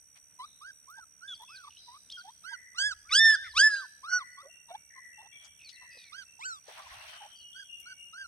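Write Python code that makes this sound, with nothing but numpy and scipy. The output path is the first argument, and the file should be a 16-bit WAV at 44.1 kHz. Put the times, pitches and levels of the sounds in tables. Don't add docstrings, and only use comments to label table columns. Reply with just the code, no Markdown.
import sys
import numpy as np
from scipy import signal
from scipy.fft import rfft, irfft, next_fast_len
from scipy.io import wavfile

SR = 44100
rng = np.random.default_rng(int(sys.argv[2]) if len(sys.argv) > 2 else 0)


def put_to_file(sound):
    columns = np.atleast_2d(sound).T
    safe = np.clip(columns, -1, 1)
    whole_steps = np.round(safe * 32767)
    wavfile.write(sys.argv[1], SR, whole_steps.astype(np.int16))


N = 364707
TIME = np.arange(N) / SR
TOP_HZ = 15800

# f/Hz, level/dB
THROAT_SPECTRUM = [(2000, -18.5), (3700, 8), (4400, -2.5), (5200, -0.5), (5900, -1), (6600, -12.5),
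                   (8300, -7), (10000, -23), (12000, -31.5), (14000, -54)]
MUZZLE_WIDTH_HZ = 600


def larynx(hz, second_db, upper_db, pan_db, lag_ms, slope_db=0, muzzle_hz=6000, lift_db=0, overtone_pan=0.5):
    lag_s = np.array([[0], [lag_ms / 1000]])
    phase = 2 * np.pi * (np.cumsum(hz) / SR - lag_s * hz)
    side_db = np.array([[.5], [-.5]]) * pan_db
    out = np.sin(phase) * unit(undb(side_db))
    for k in range(2, 11):
        if k == 2:
            gain = undb(second_db)
        else:
            gain = undb(upper_db - slope_db * max(k - 4, 0)) * colour(THROAT_SPECTRUM, k * hz)
        gain = gain * undb(lift_db * np.exp(-((k * hz - muzzle_hz) / MUZZLE_WIDTH_HZ) ** 2))
        overtone = np.sin(k * phase + np.pi * k ** 2 / 2)
        out = out + gain * overtone * undb(side_db * overtone_pan)
    return np.sqrt(2) * out


# t/s, f/Hz, level/dB
SQUEAL_CONTOURS = [
    [(2.745, 1122, -56.5), (2.772, 1347, -54.5), (2.788, 1462, -35.5), (2.804, 1572, -33),
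     (2.87, 1710, -28.5), (2.906, 1600, -41), (2.918, 1480, -36), (2.93, 1250, -47.5), (2.94, 1350, -41.5)],
    [(3.1, 1110, -63), (3.114, 1166, -41), (3.13, 1303, -33.5), (3.156, 1581, -29), (3.206, 1803, -21),
     (3.278, 1788, -17), (3.334, 1729, -23.5), (3.348, 1673, -23.5), (3.366, 1371, -44)],
    [(3.535, 940, -59), (3.577, 1274, -30.5), (3.591, 1536, -24.5), (3.641, 1742, -17.5),
     (3.675, 1738, -18), (3.697, 1712, -34), (3.737, 1633, -28.5), (3.859, 1514, -52), (3.87, 1394, -64.5)],
    [(4.08, 1355, -41), (4.104, 1455, -45), (4.134, 1463, -24.5), (4.146, 1480, -25), (4.182, 1459, -30),
     (4.198, 1314, -52.5)],
    [(6.39, 799, -43.5), (6.43, 1183, -53.5), (6.458, 1534, -37), (6.485, 1505, -39.5), (6.53, 1340, -43),
     (6.595, 1097, -62)],
]
# left minus right/dB, lag of the right port/ms
SQUEAL_POSITIONS = [(-6.5, .13), (-4, 0.038), (-3, 0.048), (-5.5, 0.034), (-3.5, 0.396)]
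# widest at t/s, second harmonic then/dB, its fall away from that moment/(dB/s),
# upper harmonics pressed/dB, relaxed/dB, muzzle resonance f/Hz, its lift/dB
SQUEAL_MOUTHS = [(2.79, -2.5, 111, -0.5, -8, 7950, 1), (3.159, 3.5, 140, 4, -10, 7000, -6.5),
                 (3.578, 3.5, 452, -2, -12.5, 4880, 2), (4.072, -15, 221, -2, -15, 6060, 7),
                 (6.428, 12, 908.5, -8, -12.5, 7520, 11.5)]
SQUEAL_DB = 1
PRESS_HOLD_S, RELAX_S = 0.039, 0.0016
ONSET_DULL_DB, ONSET_S = 29.5, 0.012
CREST_JITTER = .0018


def squeals(strain_jitter=0.011, shimmer_db=1.0):
    out, waver, flutter = np.zeros((2, N)), wander(240), wander(64)
    rasp = undb(-31.5) * unit(band(noise(THROAT_SPECTRUM), 2700, 11000, order=4))
    for contour, mouth, (pan_db, lag_ms) in zip(SQUEAL_CONTOURS, SQUEAL_MOUTHS, SQUEAL_POSITIONS):
        widest, open_db, closing, pressed_db, relaxed_db, muzzle_hz, lift_db = mouth
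        knots, knot_hz, knot_db = np.transpose(contour)
        at = span(knots[0], knots[-1])
        t = TIME[at]
        hz = np.interp(t, knots, knot_hz)
        db = np.interp(t, knots, knot_db)

        dull_db = ONSET_DULL_DB * np.exp(-(t - t[0]) / ONSET_S)
        press = (1 - np.tanh((t - widest - PRESS_HOLD_S) / RELAX_S)) / 2
        second_db = open_db - closing * np.abs(t - widest) - dull_db
        upper_db = relaxed_db + (pressed_db - relaxed_db) * press - dull_db

        strain = np.clip((hz.max() - hz) / 250, 0, 1)
        hz = hz * (1 + (CREST_JITTER + strain_jitter * strain) * waver[at])
        voice = larynx(hz, second_db, upper_db, pan_db, lag_ms, muzzle_hz=muzzle_hz, lift_db=lift_db)
        voice_db = db + shimmer_db * (0.52 + strain) * flutter[at]
        out[:, at] += voice * undb(voice_db) * fade(t, 0.0038, 0.0062)
        out[:, at] += rasp[at] * undb(db + upper_db) * (1 + 2 * strain)
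    return undb(SQUEAL_DB) * band(out, 900, TOP_HZ, order=4)


def soft_cry(t, hz, db, overtones_db, pan_db, waver, flutter,
             jitter=0.013, shimmer_db=2.5, second_db=-7, upper_db=-5):
    slack = 1600 / hz.max()
    hz = hz * (1 + jitter * slack ** 2 * waver)
    cry = larynx(hz, overtones_db + second_db, overtones_db + upper_db, pan_db, lag_ms=0.15, slope_db=9.5)
    return cry * undb(db + shimmer_db * slack * flutter) * fade(t, 0.024, 0.017)


# start t/s, crest t/s, end t/s, start f/Hz, crest f/Hz, crest level/dB,
# relative overtones/dB, left minus right/dB
WHIMPER_ARCHES = [(0.601, 0.695, .72, 964, 1630, -49, -12.5, -4),
                  (0.869, 0.973, 1.05, 900, 1617, -51, -18.5, -4.5),
                  (1.204, 1.276, 1.345, 1244, 1627, -52, -14, -7),
                  (1.478, 1.556, 1.7, 900, 1564, -54.5, -11, -3),
                  (2.433, 2.506, 2.565, 1180, 1646, -43, -8, -12.5),
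                  (3.044, 3.136, 3.16, 1090, 1630, -57, -16, -1),
                  (3.325, 3.405, 3.492, 1201, 1634, -44, -11.5, -3),
                  (3.679, 3.739, 3.86, 1086, 1507, -48, -17, -3),
                  (4.025, 4.117, 4.24, 940, 1576, -44, -12.5, 0),
                  (6.116, 6.186, 6.245, 1076, 1616, -48, -3, -12),
                  (6.761, 6.826, 6.885, 790, 1152, -57, -18, 1),
                  (7.539, 7.606, 7.645, 1390, 1610, -51.5, -4, -11),
                  (7.849, 7.912, 7.942, 1323, 1560, -50, -4, -1),
                  (8.124, 8.204, 8.275, 1207, 1610, -45, -8.5, -2)]
SAG_HZ_PER_S = 5300
ARCH_POWER, FALL_POWER = 1.6, 1.9
EFFORT_DB_PER_KHZ = 2


def whimpers():
    out, waver, flutter = np.zeros((2, N)), wander(78), wander(41)
    for start, crest, end, start_hz, crest_hz, db, overtones_db, pan_db in WHIMPER_ARCHES:
        at = span(start, end)
        t = TIME[at]
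        rising = t < crest
        depth_hz = np.where(rising, crest_hz - start_hz, SAG_HZ_PER_S * (end - crest))
        from_crest = np.interp(t, [start, crest, end], [1, 0, 1])
        drop_hz = depth_hz * from_crest ** np.where(rising, ARCH_POWER, FALL_POWER)
        effort_db = -EFFORT_DB_PER_KHZ * drop_hz / 1000
        out[:, at] += soft_cry(t, crest_hz - drop_hz, db + effort_db, overtones_db, pan_db,
                               waver[at], flutter[at])
    return out


# start t/s, length t/s, middle f/Hz, rise f/Hz, level/dB, roughness (0 to 1)
GRUNT_CALLS = [(0.384, 0.081, 1060, 379, -44, 0.05), (0.967, 0.04, 874, 7, -51.5, 0.12),
               (1.389, 0.062, 900, 121, -54, 0.2), (1.632, 0.063, 1110, 33, -48, 0.07),
               (1.863, 0.12, 1006, 289, -54.5, 0.08), (2.163, 0.064, 1410, 34, -46.5, 0),
               (2.233, 0.083, 818, 330, -55, 0), (2.505, 0.037, 923, 66.5, -47, 0),
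               (2.787, 0.032, 864, 9, -54.5, 0), (4.364, 0.069, 1156, 320, -52, 0.1),
               (4.419, 0.048, 1098, 110, -60, 0.2), (4.423, 0.079, 566, 165, -58.5, 0),
               (4.678, 0.049, 900, 12, -52.5, 0.5), (4.697, 0.07, 739, 284.5, -40.5, 0),
               (4.948, 0.056, 1046, -10, -57.5, 0), (5.174, 0.051, 865, 170, -49, .1),
               (5.214, 0.068, 796, 254, -63.5, 0.4), (5.808, 0.062, 953, 13, -57.5, 0.52),
               (5.942, 0.047, 516, -4.5, -64, .6), (6.906, 0.045, 1080, 6, -51, 0.53),
               (7.197, 0.075, 810, -1, -51, 0.02)]
GRUNT_SCOOP = 0.13
GRUNT_OVERTONES_DB, GRUNT_PAN_DB = -13, -1


def grunts(rattle_hz=260, rattle=0.52, rough_overtones_db=12):
    out, waver, flutter, shake = np.zeros((2, N)), wander(160), wander(27), wander(rattle_hz)
    for start, length, hz, rise_hz, db, rough in GRUNT_CALLS:
        at = span(start, start + length)
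        t = TIME[at]
        along = np.linspace(-1, 1, len(t))
        pitch = hz * (1 + GRUNT_SCOOP * along ** 2) + rise_hz * along / 2
        overtones_db = GRUNT_OVERTONES_DB + rough_overtones_db * rough
        cry = soft_cry(t, pitch, db, overtones_db, GRUNT_PAN_DB, waver[at], flutter[at])
        out[:, at] += cry * unit(1 + 2 * rattle * rough * shake[at])
    return out


# start t/s, length t/s, start f/Hz, end f/Hz, level/dB, roughness (0 to 1)
THIN_GLIDES = [(1.276, 0.072, 3510, 3178, -42.5, 0.2), (1.341, 0.029, 4760, 4200, -56, 0.42),
               (1.476, 0.088, 2675, 2400, -57.5, 0.28), (1.483, 0.067, 5250, 4970, -57.5, .2),
               (1.548, 0.038, 4780, 3600, -51.5, 0.54), (1.696, .11, 2790, 3240, -64.5, 0.88),
               (2.096, 0.035, 3177, 5550, -50.5, 1), (2.12, 0.052, 3277, 3174, -46, .05),
               (2.174, 0.047, 5020, 3930, -55, 0.2), (3.09, 0.036, 2310, 1910, -44, .6),
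               (3.294, .055, 2847, 3560, -50.5, 0.36), (3.436, 0.063, 2070, 1893, -51, 0.77),
               (3.492, 0.044, 5030, 3626, -54.5, 0.2), (3.703, 0.11, 4080, 3940, -52, 0.39),
               (3.743, 0.046, 2800, 3250, -80, 0.5), (5.588, 0.1, 2594, 2320, -59, 0.65),
               (5.642, 0.053, 4590, 3800, -53.5, 0.17), (5.723, 0.05, 4440, 3770, -58, 0.42),
               (5.903, 0.19, 4960, 3900, -62.5, 0.6), (5.909, 0.21, 2600, 2120, -60.5, 0.4),
               (5.971, 0.078, 4000, 3300, -59.5, 0.73), (7.351, 0.088, 4660, 4130, -61.5, 0.42)]
GLIDE_BEND = 1.7


def squeaks_and_squeal_echoes(jitter=0.066, shimmer_db=5.0, octave_db=-27, rasp_db=-6):
    out, waver, flutter = np.zeros(N), wander(400), wander(150)
    rasp = undb(rasp_db) * unit(band(noise(THROAT_SPECTRUM), 1900, 8200))
    for start, length, start_hz, end_hz, db, rough in THIN_GLIDES:
        at = span(start, start + length)
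        t = TIME[at]
        hz = start_hz + (end_hz - start_hz) * np.linspace(0, 1, len(t)) ** GLIDE_BEND
        phase = 2 * np.pi * np.cumsum(hz * (1 + jitter * rough * waver[at])) / SR
        tone = np.sqrt(2) * (np.sin(phase) + undb(octave_db) * np.sin(2 * phase))
        level = undb(db + shimmer_db * rough * flutter[at]) * fade(t, 0.0085, 0.0063)
        out[at] += (tone + rough ** 2 * rasp[at]) * level
    direct = place(out, pan_db=-0.5, lag_ms=0.011)
    return direct + undb(-11) * echo(direct, t60=0.9, low_hz=2200, high_hz=6000, build_s=0.014)


# f/Hz, level/dB
SCUFF_SPECTRUM = [(300, -43), (480, -16), (620, 9), (1100, 6.5), (1600, 8), (2800, 8), (4200, 3),
                  (7000, -10.5), (9500, -6), (15000, -16)]


def scrape(patchy_db=4.5):
    shared = noise(SCUFF_SPECTRUM)
    grit = shared + 4.34 * np.array([noise(SCUFF_SPECTRUM), noise(SCUFF_SPECTRUM)])
    edges = np.geomspace(400, TOP_HZ, 14)
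    out = np.zeros((2, N))
    for low, high in zip(edges, edges[1:]):
        out += band(grit, low, high, order=1) * undb(patchy_db * wander(15))
    return out


# t/s, peak level before panning/dB, ring f/Hz
PAW_TICKS = [(0.901, -53, 12500), (1.42, -51.5, 10700), (5.446, -46.5, 6000), (5.691, -41, 4010),
             (6.222, -55.5, 3660), (6.682, -47.5, 580), (7.799, -48.5, 11040)]
# start t/s, length t/s, relative level/dB
PAW_SCUFFS = [(0.148, 0.054, -84), (5.387, 0.12, -82.5), (6.625, 0.27, -69), (6.797, 0.43, -70),
              (7.048, 0.35, -77)]
SCUFF_ATTACK, SCUFF_RELEASE = 0.32, 0.46


def paws(tick_decay_s=0.014, grain_db=-1.0, lurch_db=1):
    ticks, push, grit = np.zeros(N), np.zeros(N), rng.standard_normal(N)
    for start, db, hz in PAW_TICKS:
        at = span(start, start + 0.035)
        burst = grit[at] * np.exp(-(TIME[at] - start) / tick_decay_s)
        crack = ring(ring(burst, hz, hz / 2), hz, hz / 2)
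        ticks[at] += undb(db) * crack / np.abs(crack).max()
    for start, length, db in PAW_SCUFFS:
        at = span(start, start + length)
        push[at] += undb(db) * fade(TIME[at], SCUFF_ATTACK * length, SCUFF_RELEASE * length)
    unevenness = undb(2.0 + grain_db * wander(180) + lurch_db * wander(13.0))
    return place(ticks, pan_db=13.5, lag_ms=0) + push * unevenness * scrape()


# t/s, f/Hz, relative level/dB
BIRD_WHISTLES = [(4.49, 2760, -66.5), (4.689, 2257, -70), (5.126, 2718, -65.5), (5.32, 2288, -67.5),
                 (5.756, 2692, -65.5), (6.255, 2697, -67), (7.391, 2890, -62), (7.686, 2806, -58),
                 (7.82, 2264, -71), (7.973, 2826, -62)]
WHISTLE_S, WHISTLE_WIDTH_HZ = 0.11, 56
# t/s, relative level/dB
BIRD_CROAKS = [(2.469, -66), (4.099, -65), (4.898, -65.5), (5.717, -66)]
CROAK_S, CROAK_HZ, CROAK_GLIDE_HZ, CROAK_WIDTH_HZ = 0.26, 1985, -59, 170
# start t/s, length t/s, f/Hz, relative level/dB
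FAINT_FALLS = [(0.406, 0.13, 4020, -71), (1.766, 0.14, 4024, -68.5), (1.783, 0.11, 5040, -68),
               (5.315, .17, 3337, -69), (6.923, 0.15, 2820, -67), (7.074, 0.16, 3145, -63.5),
               (7.308, 0.091, 3207, -61), (7.525, 0.09, 3370, -61.5)]
FALL_SHARE, FALL_WIDTH_SHARE = 0.083, 0.054


def far_calls():
    out, scatter, flutter_db = np.zeros(N), wander(140), 2.8 * wander(50)
    calls = [(s, WHISTLE_S, hz, 0, WHISTLE_WIDTH_HZ, db) for s, hz, db in BIRD_WHISTLES]
    calls += [(s, CROAK_S, CROAK_HZ, CROAK_GLIDE_HZ, CROAK_WIDTH_HZ, db) for s, db in BIRD_CROAKS]
    calls += [(s, length, hz, -FALL_SHARE * hz, FALL_WIDTH_SHARE * hz, db)
              for s, length, hz, db in FAINT_FALLS]
    for start, length, hz, glide_hz, width_hz, db in calls:
        at = span(start, start + length)
        t = TIME[at]
        pitch = hz + glide_hz * (t - start) / length + width_hz / 2 * scatter[at]
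        tone = np.sqrt(2) * np.sin(2 * np.pi * np.cumsum(pitch) / SR)
        out[at] += tone * undb(db + flutter_db[at]) * fade(t, 0.0086, 0.07)
    direct = place(out, pan_db=18.0, lag_ms=0)
    return direct + undb(5.0) * echo(direct, t60=0.88, low_hz=900, high_hz=7000, build_s=0.0062)


def cricket(stroke_hz=71.7, hz=5865, sharpness=1.1, unsteady=.04, scatter_hz=42, sag_hz=15, uneven_db=1.3):
    stroke = 2 * np.pi * np.cumsum(stroke_hz * (1 + unsteady * wander(13.5))) / SR
    pitch = hz - sag_hz * np.sin(stroke) + scatter_hz * wander(110)
    tone = np.sin(2 * np.pi * np.cumsum(pitch) / SR)
    return unit(np.exp(sharpness * np.cos(stroke)) * tone * undb(uneven_db * wander(120)))


def insect(stroke_hz, hz, width_hz, sharpness, unsteady):
    phase = 2 * np.pi * np.cumsum(stroke_hz * (1 + unsteady * wander(5.1))) / SR
    song = np.exp(sharpness * (np.cos(phase) - 1)) * rng.standard_normal(N)
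    for _ in range(3):
        song = ring(song, hz, width_hz)
    return unit(song) * undb(0.63 * wander(4.0))


# f/Hz, level/dB
AIR_SPECTRUM = [(20, -51.5), (45, -9), (75, -2.5), (130, -4.5), (260, -11), (460, -17), (680, -14),
                (1100, -21), (1500, -11.5), (1850, -16.5), (2400, -12), (4500, -27.5), (7000, -47.5),
                (15000, -45.5)]
# f/Hz, level/dB
HISS_SPECTRUM = [(6500, -39.5), (7300, -2.5), (8400, 13.5), (9300, 11.5), (10500, 2.5), (13000, -2.5),
                 (15500, -23)]
# t/s, relative level/dB
AIR_PUFFS = [(2.87, -65.5), (3.119, -69.5), (3.5, -62), (6.97, -65)]
PUFF_WIDTH_S, CALM_DB = 0.092, -87.5


def meadow():
    chirr = undb(-64.5) * cricket()
    buzz = undb(-76) * insect(stroke_hz=116, hz=8450, width_hz=1300, sharpness=1.5, unsteady=.01)
    swell_db = 1.1 * wander(4)
    grass = undb(-67 + swell_db + 2.1 * wander(200)) * noise(HISS_SPECTRUM)
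    air = noise(AIR_SPECTRUM) + .7 * np.array([noise(AIR_SPECTRUM), noise(AIR_SPECTRUM)])
    air = air * undb(-76 + 1.5 * wander(11))
    low = [(20, -27.0), (45, 4.5), (70, 16.0), (110, 1.5), (200, -25.5), (900, -74.5)]  # f/Hz, level/dB
    puffs = sum(undb(db) * np.exp(-((TIME - s) / PUFF_WIDTH_S) ** 2) for s, db in AIR_PUFFS)
    rumble = noise(low) * (undb(CALM_DB) + puffs) * undb(4.7 * wander(21.0))
    insects = place(chirr, pan_db=-13, lag_ms=0.049) + buzz
    return insects + place(grass, pan_db=8.0, lag_ms=0) + air + rumble


def echo(x, t60, low_hz, high_hz, build_s):
    t = TIME[:SR]
    tail = rng.standard_normal((2, SR)) * undb(-60 * t / t60) * (1 - np.exp(-(t / build_s) ** 2))
    tail = band(tail / np.sqrt(np.sum(tail[0] ** 2)), low_hz, high_hz)
    return signal.fftconvolve(x.mean(0)[None], tail, axes=1)[:, :N]


def place(x, pan_db, lag_ms):
    delayed = np.interp(TIME - lag_ms / 1000, TIME, x)
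    return np.array([x * undb(pan_db / 2), delayed * undb(-pan_db / 2)])


def undb(db):
    return 10 ** (np.asarray(db) / 20)


def unit(x):
    return x / np.sqrt(np.mean(x ** 2))


def colour(points, hz):
    f, db = np.transpose(points)
    return undb(np.interp(np.log(hz + 1), np.log(f), db))


def noise(points):
    size = next_fast_len(N)
    spectrum = rfft(rng.standard_normal(size)) * colour(points, np.fft.rfftfreq(size, 1 / SR))
    return unit(irfft(spectrum, size)[:N])


def wander(rate_hz):
    size = next_fast_len(N)
    f = np.fft.rfftfreq(size, 1 / SR)
    spectrum = rfft(rng.standard_normal(size)) * np.exp(-.5 * (f / rate_hz) ** 2)
    return unit(irfft(spectrum, size)[:N])


def ring(x, hz, width_hz):
    hz = min(hz, .45 * SR)
    return signal.lfilter(*signal.iirpeak(hz, hz / width_hz, fs=SR), x)


def band(x, low_hz, high_hz, order=2):
    edges = [low_hz, min(high_hz, SR / 2 - 1)]
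    return signal.sosfilt(signal.butter(order, edges, "band", fs=SR, output="sos"), x)


def span(start, end):
    return slice(int(start * SR), min(int(end * SR), N))


def fade(t, attack, release):
    nearest = np.minimum((t - t[0]) / attack, (t[-1] - t) / release)
    return np.sin(np.pi / 2 * np.clip(nearest, 0, 1)) ** 2


def scene():
    puppies = squeals() + whimpers() + grunts() + squeaks_and_squeal_echoes()
    ground = undb(-20) * echo(puppies, t60=.12, low_hz=1100, high_hz=9000, build_s=.005)
    wall_s = .178
    slap = echo(puppies, t60=0.046, low_hz=2600, high_hz=5100, build_s=0.00312)
    wall = undb(-25.5) * np.pad(slap, ((0, 0), (int(wall_s * SR), 0)))[:, :N]
    far = undb(-22.0) * echo(puppies, t60=0.8, low_hz=1700, high_hz=6000, build_s=0.024)
    return puppies + ground + wall + far + paws() + far_calls() + meadow()


def record(dry):
    dull = [(7000, 0.0), (9500, -26.0), (15000, -4)]  # f/Hz, level/dB
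    right = irfft(rfft(dry[1]) * colour(dull, np.fft.rfftfreq(N, 1 / SR)), N)
    top_cut = signal.ellip(10, .1, 80, TOP_HZ, fs=SR, output="sos")
    return signal.sosfilt(top_cut, [dry[0], right])


dry = scene()
out = record(dry)
put_to_file(out)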